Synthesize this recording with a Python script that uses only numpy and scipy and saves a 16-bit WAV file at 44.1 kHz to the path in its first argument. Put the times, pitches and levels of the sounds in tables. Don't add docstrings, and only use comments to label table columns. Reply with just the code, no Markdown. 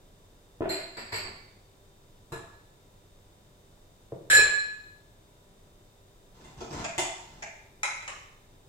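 import sys
import numpy as np
from scipy import signal
from scipy.fft import rfft, irfft, next_fast_len
from scipy.io import wavfile

SR = 44100
rng = np.random.default_rng(int(sys.argv[2]) if len(sys.argv) > 2 else 0)


def to_wav(s):
    ch = np.atleast_2d(s).T
    pcm = np.round(np.clip(ch, -1, 1) * 32767)
    wavfile.write(sys.argv[1], SR, pcm.astype(np.int16))


N = 382788
SCENE_FFT, SIZE = next_fast_len(N, real=True) // 2 * 2, 49152
T, HZ = np.arange(SIZE) / SR, np.fft.rfftfreq(SIZE, 1 / SR) + 1
SIDES = np.array([[1], [-1]])

def undb(db):
    return 10 ** (np.asarray(db) / 20)

def colour(points, hz):
    f, db = np.transpose(points)
    return undb(np.interp(np.log(hz), np.log(f), db))

def causal(points):
    cepstrum = irfft(np.log(colour(points, HZ)))
    cepstrum[1:SIZE // 2] *= 2
    cepstrum[SIZE // 2 + 1:] = 0
    return rfft(cepstrum)

def likeness(hz, spacing_m=0.17):
    return .95 * np.sinc(2 * hz * spacing_m / 343)

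def stereo(mid, side, hz):
    return mid * np.sqrt(1 + likeness(hz)) + side * np.sqrt(1 - likeness(hz)) * SIDES

def diffuse(size):
    mid, side = rfft(rng.standard_normal((2, size)))
    return stereo(mid, side, np.fft.rfftfreq(size, 1 / SR))

# (frequency [Hz], relative level [dB])
ROOM_TONE = [(12, -29.5), (20, 0.5), (70, -13.5), (92, -10), (133, -11), (250, -18.5), (380, -16.5),
             (597, -20), (881, -24), (1010, -25.5), (2500, -33.5), (3600, -31.5), (4310, -34.5),
             (6300, -35), (7900, -32.5), (9500, -39), (15500, -40)]
def room_air(level_db=-57.5):
    air = irfft(diffuse(SCENE_FFT) * colour(ROOM_TONE, np.fft.rfftfreq(SCENE_FFT, 1 / SR) + 0.12))[:, :N]
    return undb(level_db) * air / air.std()

# (frequency [Hz], relative level [dB])
FRIDGE_TONES = [(97, -70.5), (393, -75), (495, -89.5), (592, -78), (985, -79.5), (3601, -80.5), (3650, -82),
                (3747, -83), (4980, -87), (6115, -88.5)]
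def fridge(gain_db=2):
    t, hum = np.arange(N) / SR, 0
    for hz, db in FRIDGE_TONES:
        phase = 2 * np.pi * rng.random() + np.arccos(likeness(hz)) / 2 * SIDES
        hum += undb(db + gain_db) * np.sqrt(2) * np.sin(2 * np.pi * hz * t + phase)
    return hum

# (frequency [Hz], T60 [s])
ROOM_DECAY = [(150, 0.61), (400, 0.6), (1000, 0.76), (2200, 0.7), (4000, 0.75), (8000, 0.54), (14000, 0.23)]
def kitchen(direct_db, lag_ms, build_s=0.002, sparse_s=0.037):
    noise, (centres, t60s) = diffuse(SIZE), np.transpose(ROOM_DECAY)
    bands = [np.interp(np.log(HZ), np.log(centres), row) for row in np.eye(len(centres))]
    tail = sum(irfft(noise * band) * undb(-60 * T / t60) for band, t60 in zip(bands, t60s))
    reflections = np.exp(.7 * np.repeat(rng.standard_normal(SIZE // 32), 32) * np.exp(-T / sparse_s))
    tail *= reflections * (1 - np.exp(-T / build_s))
    delay_s = (1 + SIDES * lag_ms / 2) / 1000
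    direct = np.sinc((T - delay_s) * SR) * (T < 2 * delay_s)
    return rfft(tail / np.sqrt(np.sum(tail ** 2) / 2) + undb(direct_db) * direct)

def unit(x):
    return x / np.sqrt(np.sum(x ** 2, axis=-1, keepdims=True) * 10 / SR)

def ringing(modes, room, t60_s):
    rings = []
    for hz, _ in modes:
        t60 = t60_s * np.sqrt(modes[0][0] / hz)
        push = 1 - np.exp(-T * hz)
        mode = push * np.sin(2 * np.pi * hz * T) * undb(-60 * T / t60)
        left, right = unit(irfft(room * rfft(mode)))
        rings.append(stereo(unit(left + right), unit(left - right), hz))
    return np.array(rings)

def spot(modes, favoured_hz, lift_db=10, reach_octaves=.2, scatter_db=1.2):
    hz, db = np.transpose(modes)
    nearness = sum(np.exp(-(np.log2(hz / f) / reach_octaves) ** 2) for f in favoured_hz)
    return undb(db + lift_db * nearness + scatter_db * rng.standard_normal(len(modes)))

def struck(hits, modes, body, room, knock_s, t60_s):
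    out = np.zeros((2, N + SIZE))
    rings, shell = ringing(modes, room, t60_s), room * np.exp(causal(body))
    tilt = causal([(200, 0), (12800, 6)])
    for s, knock_db, ring_db, bright, *favoured_hz in hits:
        contact = np.exp(bright * tilt)
        burst = rng.standard_normal(SIZE) * np.exp(-T / knock_s)
        knock = irfft(shell * contact * rfft(burst))
        ring = irfft(rfft(np.tensordot(spot(modes, favoured_hz), rings, 1)) * contact)
        start = int((s - .001) * SR)
        out[:, start:start + SIZE] += undb(knock_db) * unit(knock) + undb(ring_db) * unit(ring)
    return out[:, :N]

def bounce(hits, gap_s, count=2, brighten=1.65):
    return [(s + k * gap_s, knock - k * loss, ring - k * loss, bright + k * brighten, *favoured_hz)
            for s, knock, ring, bright, loss, *favoured_hz in hits for k in range(count)]

# (time [s], knock [dB], ring [dB], tilt [dB/octave], bounce loss [dB])
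DOOR_BLOWS = [(.607, -38, -39.5, -2.5, 12), (.620, -33, -38, -2.3, 9.7), (.656, -36.5, -48, -0.39, 14)]
# (frequency [Hz], level [dB])
DOOR_RING = [(119, -17), (164, -13), (325, -6), (381, -1), (566, -3), (661, -6)]
DOOR_KNOCK = [(40, -12), (90, -11), (150, -8), (270, -10.5), (375, 10.5), (480, -6.5), (650, 5.5),
              (900, -10), (1350, -8.5), (1900, -16.5), (3000, -20.5), (6000, -53)]
def cupboard_door(room):
    return struck(bounce(DOOR_BLOWS, .02), DOOR_RING, DOOR_KNOCK, room, knock_s=.004, t60_s=.04)

# (time [s], knock [dB], ring [dB], tilt [dB/octave], bounce loss [dB])
CUP_BLOWS = [(.691, -39.5, -34.5, -0.91, 5)]
WIRE_BLOWS = [(.969, -43, -51.5, -2, 5.7), (1.122, -37, -42.5, -2, 2.7), (1.24, -49, -52, -11, 7.4)]
# (frequency [Hz], level [dB])
CUP_RING = [(660, -12), (1701, -20), (2471, -22), (4107, -13), (4194, 0), (7375, -9), (8123, -18),
            (9695, -23), (11340, -18), (12860, -28)]
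WIRE_RING = [(2044, -13), (2272, -10), (4210, -4), (4522, 0), (4610, -5), (4856, -9), (7461, -8),
             (7919, -4), (11632, -12), (12920, -16)]
WIRE_KNOCK = [(120, -4), (240, -11), (400, -6.5), (700, -1), (1400, 1), (2200, 7), (3600, -8.5), (4500, 4),
              (6200, -25), (7800, 2.5), (9100, -51), (9900, -12), (10600, -29), (11500, -24), (14000, -41)]
def cups_and_shelf(room):
    cups = struck(bounce(CUP_BLOWS, .013, count=3), CUP_RING, WIRE_KNOCK, room, knock_s=.043, t60_s=.21)
    rattle = bounce(WIRE_BLOWS, .017, count=4)
    return cups + struck(rattle, WIRE_RING, WIRE_KNOCK, room, knock_s=.0055, t60_s=.08)

# (time [s], knock [dB], ring [dB], tilt [dB/octave], bounce loss [dB])
BOARD_BLOWS = [(.982, -54, -52, 6.5, 25), (1.127, -46.5, -66, -3.5, 1.5), (4.121, -39.5, -48, -0.5, 16),
               (4.380, -38.5, -53, 8, 11)]
# (frequency [Hz], level [dB])
BOARD_KNOCK = [(40, -21), (90, -6), (140, 7), (250, -12.5), (400, 8), (600, -5.5), (900, -15), (1500, -26),
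               (4000, -57.5), (15000, -90.5)]
def shelf_board(room):
    return struck(bounce(BOARD_BLOWS, .014), DOOR_RING, BOARD_KNOCK, room, knock_s=.006, t60_s=.12)

# (time [s], knock [dB], ring [dB], tilt [dB/octave], favoured mode [Hz])
GLASS_BLOWS = [(2.321, -79, -47, -4, 3350), (4.300, -30, -21, 1.5, 1700), (4.310, -29, -31.5, 1, 9000),
               (4.330, -28, -17.5, -0.5, 1724), (4.347, -31, -26, 4, 7289), (4.367, -33, -24.5, -1, 4108),
               (4.390, -35.5, -26.5, -3, 2407)]
# (frequency [Hz], level [dB])
GLASS_RING = [(1558, -21), (1700, -3), (2335, -19), (2503, -15), (3435, -27), (4108, -11), (5345, -17),
              (7068, -21), (7289, -8.5), (8084, -19), (9004, -22), (10184, -22), (11209, -21), (12758, -24),
              (14170, -29)]
GLASS_KNOCK = [(130, -3.5), (250, -10), (570, -0.5), (820, -8), (1100, -3.5), (1700, 7.5), (2100, 0),
               (3500, -6.5), (6200, -12.5), (7800, 0.5), (8800, -12.5), (10000, -14), (11800, -29.5),
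               (15500, -44.5)]
def glass(room):
    return struck(GLASS_BLOWS, GLASS_RING, GLASS_KNOCK, room, knock_s=.0026, t60_s=.18)

# (time [s], knock [dB], ring [dB], tilt [dB/octave], bounce loss [dB])
RACK_BLOWS = [(2.321, -41, -43.5, 0.3, 14)]
# (frequency [Hz], level [dB])
RACK_RING = [(371, 0), (452, -1), (685, -5), (1066, -11), (1300, -8)]
RACK_KNOCK = [(50, 0.5), (130, 6.5), (220, -2.5), (400, 2), (850, -1.5), (1400, 1.5), (2400, -8.5),
              (4000, -16.5), (7500, -13.5), (9300, -19), (9900, -7.5), (10600, -22), (15000, -28)]
def drainer_knock(room):
    return struck(bounce(RACK_BLOWS, .015), RACK_RING, RACK_KNOCK, room, knock_s=.0019, t60_s=.068)

# (time [s], length [s], peak level [dB])
PLATE_PULLS = [(6.34, 0.16, -53.5), (6.565, 0.082, -48.5), (6.729, 0.079, -37.5), (7.187, 0.24, -55)]
# (frequency [Hz], level [dB])
PLATE_KNOCK = [(30, -4), (55, -18), (85, 2), (170, -0.5), (260, 1.5), (430, -2.5), (520, -11), (900, 0.5),
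               (1200, -9), (2200, -13.5), (3200, -15.5), (7300, -15.5), (9500, -32), (15000, -44)]
def plate_scrape(room, slips_per_s=500, scatter_db=4, rise_db_per_s=10, fall_db_per_s=397):
    t, force = np.arange(N) / SR, 0
    for s, length, db in PLATE_PULLS:
        past_peak_s = t - s - length
        force += (t > s) * undb(db - np.maximum(-rise_db_per_s * past_peak_s, fall_db_per_s * past_peak_s))
    slips = (rng.random(N) < slips_per_s / SR) * rng.choice([-1, 1], N)
    slips = slips * undb(scatter_db * rng.standard_normal(N))
    click = irfft(room * np.exp(causal(PLATE_KNOCK)))
    click /= np.sqrt(np.sum(click ** 2) / 2)
    scrape = signal.fftconvolve((force * slips / slips.std())[None], click, axes=1)[:, :N]
    low_band = signal.butter(2, [44, 72], "bandpass", fs=SR, output="sos")
    rumble = signal.sosfilt(low_band, rng.standard_normal(N))
    return scrape + undb(-5) * force * rumble / rumble.std()

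# (time [s], knock [dB], ring [dB], tilt [dB/octave], bounce loss [dB])
RIM_BLOWS = [(6.444, -58, -58, -2.5, 16), (6.98, -30.5, -34, -1.5, 7.7)]
PLATE_BLOWS = [(6.606, -44.5, -44, 0.25, 33), (6.706, -43.5, -46.5, 0.41, 4.4)]
# (frequency [Hz], level [dB])
RIM_RING = [(781, -6), (946, -3), (2099, -3), (2784, -7), (3480, -3), (6325, -12), (6880, -3), (7892, -5),
            (10540, -14)]
RIM_KNOCK = [(130, -13), (220, -23), (371, 6), (450, -19.5), (677, 6.5), (974, 2.5), (1300, -5), (2800, -3),
             (4200, -11), (7090, 2.5), (9500, -8), (15500, -31)]
def plate_clacks(room):
    bumps = struck(bounce(PLATE_BLOWS, .021), RACK_RING, PLATE_KNOCK, room, knock_s=.0042, t60_s=.095)
    return bumps + struck(bounce(RIM_BLOWS, .013), RIM_RING, RIM_KNOCK, room, knock_s=.0017, t60_s=.051)

# (time [s], knock [dB], ring [dB], tilt [dB/octave], bounce loss [dB], favoured mode [Hz])
TAP_BLOWS = [(6.842, -39, -39.5, 0, 6, 673), (7.423, -41, -44.5, -0.08, 8.2, 920)]
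# (frequency [Hz], level [dB])
TAP_RING = [(673, -1), (910, -10), (1922, -8), (2180, -4), (2293, -2), (2400, -5), (7311, -14)]
TAP_KNOCK = [(250, -21), (520, -14), (850, 5), (1250, -5), (2300, 6.5), (3100, -11.5), (4300, -15),
             (7200, -7.5), (8000, -17), (14000, -54)]
def plate_taps(room):
    return struck(bounce(TAP_BLOWS, .005), TAP_RING, TAP_KNOCK, room, knock_s=.0016, t60_s=.073)

# (time [s], knock [dB], ring [dB], tilt [dB/octave], bounce loss [dB])
STACK_BLOWS = [(7.832, -31, -34, -0.55, 19), (8.025, -50.5, -66, -1.3, 13), (8.078, -40, -62, -0.25, 37)]
# (frequency [Hz], level [dB])
STACK_RING = [(1308, -7), (1927, -7), (2175, -4), (2379, -11), (2713, -11), (3973, -6), (4958, -15),
              (5281, -14), (6325, -14), (6492, -10), (7483, -7), (8850, -18), (9658, -20), (10480, -18)]
STACK_KNOCK = [(200, -41), (480, -9), (800, 1), (1300, 0), (1470, -5), (2100, 5), (2900, -5.5),
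               (4400, -14.5), (6500, -5.5), (7450, -3.5), (8200, -17), (10500, -18), (11300, -52),
               (15000, -37)]
def plate_stack(room):
    return struck(bounce(STACK_BLOWS, .0094), STACK_RING, STACK_KNOCK, room, knock_s=.0059, t60_s=.045)

# (frequency [Hz], left minus right [dB])
PORT_BALANCE = [(1600, 0.5), (2300, 1), (4200, -5.5), (5300, -5.5), (7200, 0), (8200, 10), (9000, 9),
                (10200, -8), (11300, -7.5), (14000, -14.5)]
def microphone_ports(x):
    ratio = colour(PORT_BALANCE, np.fft.rfftfreq(SCENE_FFT, 1 / SR) + 1)
    gains = np.array([ratio, np.ones_like(ratio)]) * np.sqrt(2 / (1 + ratio ** 2))
    return irfft(rfft(x, SCENE_FFT) * gains)[:, :N]

def scene():
    cupboard = kitchen(direct_db=-2, lag_ms=.14)
    shelf = kitchen(direct_db=-16, lag_ms=.13)
    shelf_front = kitchen(direct_db=-9.5, lag_ms=.081)
    drainer = kitchen(direct_db=-11.5, lag_ms=-.14)
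    stack = kitchen(direct_db=-4, lag_ms=-.24)
    hand = kitchen(direct_db=-12, lag_ms=-.21)
    dishes = (cupboard_door(cupboard) + cups_and_shelf(shelf) + shelf_board(cupboard)
              + glass(shelf_front) + drainer_knock(drainer)
              + plate_scrape(drainer) + plate_clacks(drainer) + plate_taps(hand) + plate_stack(stack))
    return microphone_ports(dishes) + room_air() + fridge()

def record(dry):
    return signal.sosfilt(signal.ellip(10, .2, 80, 15800, fs=SR, output="sos"), dry)

dry = scene()
out = record(dry)
to_wav(out)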